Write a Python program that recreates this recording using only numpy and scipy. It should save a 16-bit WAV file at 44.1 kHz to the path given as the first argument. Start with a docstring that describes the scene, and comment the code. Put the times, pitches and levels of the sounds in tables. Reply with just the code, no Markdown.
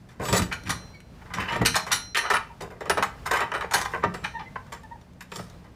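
"""First a low far hum and a soft thud, then a faint hinge squeak and a gathering run of knocks.
Outdoors in a fenced yard, a wooden gate on a steel tube frame is handled: shaped noise makes its knocks,
scrapes, screech and thuds; decaying sines ring its latch bar and catch plate until a touch damps them;
wavering harmonic tones squeak. The fences answer; far traffic and leaves hum behind, and a faint far
bird whistles near the end. The microphone chain rolls off both ends of the range."""
import sys
import numpy as np
from scipy import signal
from scipy.fft import rfft, irfft
from scipy.io import wavfile
from scipy.ndimage import map_coordinates

SR = 44100
rng = np.random.default_rng(int(sys.argv[2]) if len(sys.argv) > 2 else 0)


def master_out(mix):
    """Clip the mix to full scale and print it as 16-bit PCM to the path in sys.argv[1]."""
    frames = np.transpose(np.atleast_2d(mix))
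    ceiling = np.clip(frames, -1, 1)
    pcm = np.round(ceiling * 32767).astype(np.int16)
    wavfile.write(sys.argv[1], SR, pcm)


def volts_from_decibels(level):
    """Turn decibel levels (scalar or array-like) into linear amplitude factors."""
    exponent = np.asarray(level, float) / 20
    return 10 ** exponent


N = 253969

# Spectra are relative shapes unless said: pitch_hz, level_db.
# Resonances: pitch_hz, width_hz, added_db (height added on top of the spectrum).

# far traffic and leaves: pitch_hz, level_db
AIR_SPECTRUM = [(15, -42), (25, -1), (70, -3.5), (166, -8), (196, -20.5), (250, -9.5), (278, -27),
                (453, -18), (491, -17), (2490, -32.5), (4170, -38), (4520, -37), (14500, -52), (16200, -39)]
AIR_DB = -48
# faint far whistle: time_s, pitch_hz, level_db
BIRD_WHISTLE = [(5.49, 3200, -85), (5.51, 3500, -72), (5.53, 4050, -69), (5.59, 4100, -71),
                (5.62, 4100, -85)]
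# the fences' answer: pitch_hz, t60_s
YARD_DECAY = [(300, .35), (2000, 0.33), (10000, 0.24)]
# low boom of post and boards: pitch_hz, level_db
POST_SPECTRUM = [(24, -41), (40, -16), (56, -4), (103, -5), (189, -3.5), (233, -8.5), (269, -10.5),
                 (350, -14.5), (460, -35.5), (770, -120)]
# boards and post shaken: fullest_s, level_db, t60_s
SHAKES = [(.005, -48, 0.47), (.14, -55, .3), (.21, -33.5, 1), (.3, -36, .3), (0.339, -21.5, 0.069),
          (.4, -23.5, 0.37), (0.688, -28.5, 0.41), (1.12, -47, 0.52), (1.382, -31.5, 0.4),
          (1.53, -35.5, 0.39), (1.616, -24.5, 0.54), (1.92, -45, 0.75), (2.34, -38, 0.23),
          (2.63, -42.5, 0.4), (2.92, -32, 0.19), (3.0, -33, 0.34), (3.43, -43, .5), (3.755, -36, 0.32),
          (3.95, -46, .4), (4.06, -28.5, 0.27), (4.23, -41, 0.32), (4.38, -45.5, 1), (5.4, -38.5, 0.18),
          (5.66, -52, .9)]
THUD_RISE_DB_PER_S, RUMBLE_DB = 334, -52
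# resonances of the whole gate: pitch_hz, width_hz, added_db
GATE_MODES = [(111.8, 13.4, -3), (179.2, 9.3, 1.5), (401.4, 33, 4), (461.2, 14, 4), (605, 24, -13),
              (693, 90, -9.5), (818, 39, -4), (906, 32, 4.5), (1013.6, 52, -1.5), (1113, 78, 1.5),
              (1220, 83, 7.5), (1319, 21.5, 10), (1453, 43, 2), (1566, 29, 4.5), (1695, 43, 4.5),
              (1856, 24, -4.5), (1970, 30, -9.5), (2371, 160, 10), (3037, 65, 13.5)]
# hinge squeaks: start_s, length_s, start_pitch_hz, level_db, second_harmonic_db (over the first)
HINGE_SQUEAKS = [(.085, .035, 1780, -57, -4), (.93, .055, 2260, -47, -12), (2.495, .04, 945, -43, -20),
                 (4.336, .062, 940, -32, -5), (4.39, .045, 900, -37, -14), (4.452, .04, 2070, -42, -25),
                 (4.83, .035, 915, -42, -5), (4.908, .03, 935, -36, -11), (4.94, .03, 905, -45, -14)]
SAG_HZ_PER_S = 900
# steel rubbing along the tube: time_s, level_db
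SCREECH_LEVEL = [(0.2, -69), (0.245, -39.5), (0.32, -42), (0.382, -22.5), (0.4, -53), (0.43, -46),
                 (0.5, -76)]
# narrow modes of the tube: pitch_hz, width_hz, added_db
TUBE_MODES = [(3910, 45, 12), (4590, 45, 15), (5330, 45, 16), (6090, 45, 20), (6690, 45, 12),
              (6990, 55, 27), (7868, 55, 29), (8810, 45, 21), (9700, 50, 18), (10800, 45, 23),
              (11900, 45, 18), (12700, 45, 14), (13000, 60, 21), (14100, 50, 16), (15290, 45, 18)]
# catch plate set ringing: start_s, level_db (before trim), free_s until damped, most_excited_hz
CATCH_STRIKES = [(2.345, -17, 0.029, 10420), (2.606, -55, 0.027, 7770), (2.898, -16, 0.07, 10420),
                 (3.026, -38, 0.076, 7770), (3.54, -37, 0.065, 8620), (3.74, -16, 0.12, 6450),
                 (3.739, -11, 0.096, 10420), (4.139, -41, 0.18, 7360), (4.722, -50, 0.12, 7600),
                 (5.207, -58, .07, 9570)]
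# modes of the catch plate: pitch_hz, level_db, t60_s
PLATE_MODES = [(6450, 0, .35), (7600, 0, .5), (7770, 0, .3), (8620, 0, .3), (9570, 0, .2), (10420, 0, .18)]
# latch bar set ringing: start_s, level_db (before trim), free_s until damped, most_excited_hz,
# loss_db_per_octave away from it
LATCH_STRIKES = [(.524, -40, 0.14, 8600, -8.5), (.695, -21.5, 0.61, 4100, 1), (1.336, -32, 0.14, 6200, 27),
                 (1.482, -12, 0.083, 2940, 44), (1.654, -11, 0.095, 6200, 3), (1.754, -17.5, 0.1, 4100, 9),
                 (1.918, -17.5, 0.22, 8000, -3.5), (2.167, -13.5, 0.15, 5000, 8),
                 (4.245, -30, 0.24, 5690, 12)]
# modes of the latch bar: pitch_hz, level_db, t60_s
LATCH_MODES = [(1325, -8, .28), (1426, -4, .3), (1976, -11, .2), (2360, -3, .1), (2935, -7, .25),
               (3955, -11, .32), (4101, -4, .85), (4237, -13, .3), (4298, 0, .17), (4823, -27, .5),
               (5690, -8, .75), (6186, -5, .38), (6438, -18, .26), (7343, -20, .25), (7916, -18, .22),
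               (8622, -7, .3), (9220, -13, .18), (9990, -26, .25), (10804, -1, .24), (11120, -15, .2),
               (11460, -9, .13), (11620, -9, .15), (11890, -14, .14), (12360, -9, .1), (13380, -14, .09),
               (13790, -16, .15), (14990, -18, .2)]
# steel tube frame under contact: pitch_hz, level_db
FRAME_SPECTRUM = [(100, -57), (450, -23.5), (650, -2), (900, 5.5), (1250, 0.5), (1600, -0.5), (2000, 3.5),
                  (2600, -22.5), (8000, -104)]
# wooden boards: pitch_hz, level_db
BOARD_SPECTRUM = [(200, -21.5), (300, -0.5), (420, 4), (550, 6), (750, 1.5), (1100, -26), (4000, -87.5)]
# thin bars: pitch_hz, level_db
BAR_SPECTRUM = [(400, -85.5), (1200, -9.5), (1600, 0.5), (1900, -0.5), (2400, -5.5), (2800, -6),
                (3800, -13.5), (5500, -18), (9000, -34), (15000, -66)]
# bright steel edges: pitch_hz, level_db
EDGE_SPECTRUM = [(2060, -19.5), (3500, 2), (9140, -5), (10100, -8), (11400, -12.5), (13700, -13),
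                 (15800, -20), (16200, -47)]
# Levels of knocks and clanks are nominal: contacts() trims each layer.
# the frame struck: start_s, frame_level_db, boards_over_frame_db, edge_over_frame_db, frame_t60_s
FRAME_KNOCKS = [(0.087, -48.5, -17, -14, 0.49), (0.196, -30.5, -0.5, -24, 0.27),
                (.216, -28.5, -9, -19, 0.35), (0.283, -22, -8, -8, 0.15), (0.326, -15.5, -6.5, -11, 0.25),
                (.35, -21.5, -7, -21, .23), (0.692, -16.5, -20, -9.5, 0.15), (1.214, -35.5, -19, -34, .067),
                (1.256, -35.5, -28, -37, 0.1), (1.302, -33, -24, -39, 0.19), (1.557, -23.5, -4, -16, 0.094),
                (1.613, -15.5, -2.5, -27, .075), (1.754, -11, -22, -8.5, 0.16),
                (1.864, -23.5, -13, -17, 0.15), (2.3, -9.5, -16, -19.5, .16), (2.336, -11, -39, -20, 0.16),
                (2.605, -30, -1.5, -13, 0.21), (2.702, -38.5, -3, -21.5, 0.26),
                (2.806, -27.5, -4, -22, 0.12), (2.854, -30, -6, -23, 0.19), (2.896, -6.5, -10, -14, 0.077),
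                (2.971, -12, -8.5, -26, 0.13), (3.024, -9, -20, -17.5, 0.089),
                (3.265, -22.5, -21, -16.5, 0.16), (3.309, -12.5, -12, -17.5, 0.11),
                (3.332, -15.5, -16, -18, 0.37), (3.404, -13, -12, -27, 0.13), (3.516, -16, -16, -32, 0.062),
                (3.537, -17.5, -12, -24, .2), (3.607, -21.5, -20.5, -23, 0.17),
                (3.641, -22, -5.5, -35, 0.053), (3.709, -23, -25.5, -14.5, 0.25),
                (3.735, -13.5, -15.5, -6.5, 0.093), (3.742, -16, -17.5, -11, 0.28),
                (3.813, -17.5, -16, -7.5, 0.066), (3.851, -16.5, -21, -19, 0.054),
                (3.919, -32.5, -23, -20, 0.092), (3.934, -19, -10.5, -39, .16),
                (4.036, -11.5, -4.5, -34.5, 0.078), (4.139, -26, -8, -15.5, 0.14),
                (4.556, -17.5, -19, -41, 0.049), (4.661, -45, -23, -20, .092),
                (4.72, -26.5, -14.5, -15, 0.15), (5.317, -25.5, -10, -9.5, 0.061),
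                (5.357, -30.5, -0.5, -3, 0.06), (5.39, -32, -1.5, -20, 0.088),
                (5.641, -43.5, -11, -25, .17)]
BARS_OVER_FRAME_DB, BARS_FOLLOW_EDGE = -8, 0.21  # a brighter knock wakes the thin bars more
# the thin bars struck: start_s, bars_level_db, frame_over_bars_db, edge_over_bars_db, frame_t60_s
BAR_CLANKS = [(0.252, -31, 4, -3.5, 0.086), (0.418, -25, -16, -5.5, 0.09), (0.516, -25.5, 2, -27, 0.097),
              (.526, -33, -2, -3.5, 0.11), (1.336, -26, 1, -8.5, 0.097), (1.398, -28, -11, -17, .29),
              (1.485, -25.5, -3, -21, 0.067), (1.519, -28, -5, -16, 0.21), (1.65, -16.5, -7, -12, 0.089),
              (1.658, -15.5, -3, -1.3, .12), (1.916, -22.5, 2, 2.5, 0.19), (2.146, -22, -10, -12, 0.26),
              (2.167, -17.5, -2.5, -9.5, 0.13), (2.257, -29, -15, -25, .06), (2.366, -19.5, 3, -8.5, 0.032),
              (4.24, -27.5, -3, -19, 0.17), (4.392, -34.5, 5, -40, 0.12), (5.012, -48, 1, -6, 0.045),
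              (5.206, -37, 1, -6.5, 0.1)]
BOARDS_OVER_BARS_DB = -18.5
# tiny dry clicks: start_s, level_db (before trim)
DRY_TICKS = [(0.636, -33.5), (0.948, -40), (1.0037, -37.5), (1.5287, -24), (2.5905, -55), (4.834, -41),
             (5.1344, -50), (5.499, -42)]
# a bar slides in before it lands: start_s, landing_s, frame_level_db, bars_level_db, edge_level_db
BAR_SLIDES = [(0.511, 0.533, -33, -25, -55), (0.652, 0.686, -38.5, -35, -45),
              (1.735, 1.753, -29.5, -26.5, -36), (1.906, 1.918, -25, -22, -53),
              (3.254, 3.267, -26, -43, -39), (4.024, 4.04, -23, -38, -60), (4.233, 4.255, -29.5, -33, -59)]
# dragging strokes: start_s, hardest_s, end_s, frame_level_db, edge_over_frame_db
DRAG_STROKES = [(.2, 0.402, 0.42, -33, -10), (1.34, 1.378, 1.524, -29.5, -25), (1.39, 1.52, 1.72, -31, -22),
                (2.156, 2.257, 2.34, -29.5, -29), (3.302, 3.37, 3.33, -36, -7),
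                (3.48, 3.568, 3.74, -55, -13), (3.73, 3.81, 4.15, -44.5, -6), (4.15, 4.25, 4.4, -55, -7.5),
                (5.276, 5.359, 5.54, -47.5, 1)]
STROKE_ENDS_DB = -32  # either end of a stroke against its hardest moment
# microphone chain, absolute gain: pitch_hz, gain_db
MICROPHONE = [(25, -10), (55, -1), (15200, 1), (15600, -17), (16300, -16), (16600, -78)]


def unit(x):
    """x at rms 1."""
    return x / np.sqrt(np.mean(x ** 2) + 1e-20)


def along(points, hz):
    """Reads a (pitch_hz, value) table on a log pitch axis."""
    f, v = np.transpose(points)
    return np.interp(np.log(hz + 1), np.log(f + 1), v)


def gains(rows):
    """A gain per sample for each dB column, silent outside the table."""
    s, *cols = np.transpose(rows)
    t = np.arange(N) / SR
    return np.array([volts_from_decibels(np.interp(t, s, c, -150, -150)) for c in cols])


def wobble(rate):
    """A smooth random curve, rate knots a second."""
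    knots = rng.standard_normal(int(N * rate / SR) + 4)
    return map_coordinates(knots, [np.arange(N) * rate / SR])


def coloured(x, spectrum, peaks=(), keep_level=False):
    """x through a causal minimum-phase filter, of unit energy unless keep_level: spectrum plus resonances."""
    f = np.fft.rfftfreq(16384, 1 / SR)
    lift = sum(volts_from_decibels(db) / (1 + (2 * (f - centre) / width) ** 2) for centre, width, db in peaks)
    magnitude = volts_from_decibels(along(spectrum, f)) * (1 + lift)
    cepstrum = irfft(np.log(np.maximum(magnitude, 1e-5)))
    cepstrum[1:len(f) - 1] *= 2  # folding the cepstrum makes the phase minimal
    cepstrum[len(f):] = 0
    response = irfft(np.exp(rfft(cepstrum)))[:len(f)]
    if not keep_level:
        response = response / np.linalg.norm(response)
    return signal.fftconvolve(x, response)[:N]


def grit(spiky):
    """Many tiny contacts: noise whose size changes every few milliseconds."""
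    return unit(rng.standard_normal(N) * volts_from_decibels(spiky * wobble(350)))


def air():
    """Far traffic and leaves: shaped noise, slowly wavering in level."""
    level_db = AIR_DB + wobble(1.92) + 1.8 * wobble(6.9)
    return volts_from_decibels(level_db) * coloured(rng.standard_normal(N), AIR_SPECTRUM)


def bird():
    """A faint far whistle, one trembling sine that rises then holds."""
    s, hz, db = np.transpose(BIRD_WHISTLE)
    pitch_hz = np.interp(np.arange(N) / SR, s, hz) + 40 * wobble(150)
    phase = 2 * np.pi * np.cumsum(pitch_hz) / SR
    level = gains(np.transpose([s, db]))[0] * volts_from_decibels(4 * wobble(80))
    return level * np.sin(phase)


def yard(x):
    """The fences answer with a noise tail, each frequency dying at its own speed."""
    hz, t, z = signal.stft(rng.standard_normal(SR // 2), SR, nperseg=256)
    decay = volts_from_decibels(-60 * t / along(YARD_DECAY, hz)[:, None])
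    tail = signal.istft(z * decay, SR, nperseg=256)[1]
    late = np.pad(x, (300, 0))  # the answer waits 300 samples
    return signal.fftconvolve(late, tail / np.linalg.norm(tail))[:N]


def thuds():
    """Low booms of the shaken gate, swelling fast and dying away, over a steady far rumble."""
    t = np.arange(0, N, 32) / SR
    power = volts_from_decibels(RUMBLE_DB) ** 2
    for fullest, db, t60 in SHAKES:
        fall_db = np.maximum(THUD_RISE_DB_PER_S * (fullest - t), 60 * (t - fullest) / t60)
        power = power + volts_from_decibels(db - fall_db) ** 2
    shake = np.interp(np.arange(N) / SR, t, np.sqrt(power))
    return coloured(shake * grit(1.3), POST_SPECTRUM, GATE_MODES)


def hinge():
    """Stick-slip tones of four harmonics, sagging in pitch and wavering in pitch and size."""
    out, shake, flutter = np.zeros(N), wobble(250), wobble(200)
    for s, length, start_hz, db, second_db in HINGE_SQUEAKS:
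        at = slice(round(s * SR), round((s + length) * SR))
        sagging_hz = np.linspace(start_hz, start_hz - SAG_HZ_PER_S * length, len(out[at]))
        phase = 2 * np.pi * np.cumsum(sagging_hz * (1 + .025 * shake[at])) / SR
        overtones = np.sin(2 * phase) + .08 * np.sin(3 * phase) + .08 * np.sin(4 * phase)
        tone = np.sin(phase) + volts_from_decibels(second_db) * overtones
        out[at] += volts_from_decibels(db + 1.8 * flutter[at]) * np.sqrt(np.hanning(len(phase))) * tone
    return out


def screech():
    """Steel rubbing keeps the tube's narrow modes alight."""
    rub = gains(SCREECH_LEVEL)[0] * grit(3)
    return coloured(rub, [(2500, -25.0), (3500, 7.0), (16000, -8.5)], TUBE_MODES)


def rung(events, modes, spread_db):
    """Each blow favours the modes near its most excited pitch; they ring until a touch stops them."""
    out, t = np.zeros(N + SR), np.arange(SR // 2) / SR
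    hz, level_db, t60 = np.transpose(modes)[:, :, None]
    luck = rng.standard_normal((len(events), 2, len(modes), 1))
    for (s, db, free, best_hz, slope_db), (size, phase) in zip(events, luck):
        nearest = hz[np.argmin(abs(hz - best_hz))]
        start_db = level_db + spread_db * size - slope_db * abs(np.log2(hz / nearest))
        partials = volts_from_decibels(start_db - 60 * t / t60) * np.sin(2 * np.pi * hz * t + 9 * phase)
        damping_db = 60 * np.maximum(t - free, 0) / 0.025
        swell = 1 - np.exp(-t / 0.0016)
        out[round(s * SR):][:len(t)] += volts_from_decibels(db - 14.5 - damping_db) * swell * partials.sum(axis=0)
    return out[:N]


def catch_plate():
    """The struck plate rings mostly in one mode, losing 90 dB per octave away from it."""
    return rung([(*row, 90) for row in CATCH_STRIKES], PLATE_MODES, spread_db=1)


def latch_bar():
    """The free bar rings in many modes until damped."""
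    return rung(LATCH_STRIKES, LATCH_MODES, spread_db=2)


def small_modes(low_hz, high_hz, width_hz, count):
    """A random crowd of short modes of rails, bolts and brackets: pitch_hz, width_hz, added_db."""
    luck = rng.random((count, 2))
    return [(low_hz + (high_hz - low_hz) * a, width_hz, 11 * b) for a, b in luck]


def placed(force, spectrum, band, shared=(), count=5):
    """The contact cycles over several places, each adding its own small modes to the shared ones."""
    place = (np.arange(N) // (SR // 8)) % count  # an eighth of a second at each
    out = np.zeros(N)
    for k in range(count):
        modes = [*shared, *small_modes(*band, count=40)]
        out += coloured(force * (place == k), spectrum, modes)
    return out


def blows():
    """Knocks and clanks as rows: start_s, nominal frame, boards, bars and edge db, frame_t60_s."""
    rows = []
    for s, db, boards, edge, t60 in FRAME_KNOCKS:
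        bars_db = db + BARS_OVER_FRAME_DB + BARS_FOLLOW_EDGE * edge
        rows.append((s, db, db + boards, bars_db, db + edge, t60))
    for s, db, frame, edge, t60 in BAR_CLANKS:
        rows.append((s, db + frame, db + BOARDS_OVER_BARS_DB, db, db + edge, t60))
    return rows


def contacts():
    """Knocks, clicks, slides and drags drive the frame, boards, thin bars and bright steel edges."""
    power, t = np.zeros((4, N + SR)), np.arange(SR // 2) / SR  # rows: frame, boards, bars, edge
    swell = 1 - np.exp(-t / np.array([[.0015], [.003], [.002], [.0012]]))  # the edge rises first
    for s, *levels_db, t60 in blows():
        life = t60 * np.array([[1], [1.1], [.9], [.7]])  # and dies first
        start_db = np.array(levels_db)[:, None] + np.array([[-5.0], [1.0], [0], [1.5]])
        power[:, round(s * SR):][:, :len(t)] += (volts_from_decibels(start_db - 60 * t / life) * swell) ** 2
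    for s, db in DRY_TICKS:  # bars and edge only
        power[2:, round(s * SR):][:, :len(t)] += volts_from_decibels(db - 7.5 - 60 * t / 0.014) ** 2
    for start, landing, *levels_db in BAR_SLIDES:
        at = slice(round(start * SR), round(landing * SR))
        growth = np.linspace(.1, 1, at.stop - at.start)
        power[[0, 2, 3], at] += (volts_from_decibels(levels_db)[:, None] * growth) ** 2
    for start, hardest, end, db, edge_db in DRAG_STROKES:
        # 0 at the hardest moment, 1 at the ends, 9 (silent) outside
        away = np.interp(np.arange(N) / SR, [start, hardest, end], [1, 0, 1], 9, 9)
        shares = np.array([[1], [.35], [.45], [volts_from_decibels(edge_db)]])  # of amplitude, against the frame
        power[:, :N] += (volts_from_decibels(db + STROKE_ENDS_DB * away ** 1.34) * shares) ** 2
    frame, boards, bars, edge = np.sqrt(power[:, :N])
    rails, steel = (600, 6000, 30), (3000, 15500, 45)  # small modes: low_hz, high_hz, width_hz
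    return (placed(frame * grit(2.56), FRAME_SPECTRUM, rails, GATE_MODES)
            + coloured(boards * grit(1.6), BOARD_SPECTRUM, GATE_MODES)
            + placed(bars * grit(3.4), BAR_SPECTRUM, rails, GATE_MODES)
            + placed(edge * grit(3.85), EDGE_SPECTRUM, steel))


def scene():
    """Gate sounds, the fences' answer and the far background."""
    gate = contacts() + hinge() + screech()
    steel = latch_bar() + catch_plate()
    answer = volts_from_decibels(-11.0) * yard(gate + .5 * steel)
    return (gate + steel + answer + thuds() + bird() + air())[None]


def top_cut(x):
    """Nothing passes above the cut-off."""
    return signal.sosfilt(signal.butter(12, 16300, fs=SR, output="sos"), x)


def record(dry):
    """The microphone chain rolls off both ends of the range."""
    mix = coloured(dry[0], MICROPHONE, keep_level=True)[None]
    return top_cut(mix)


dry = scene()
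out = record(dry)
master_out(out)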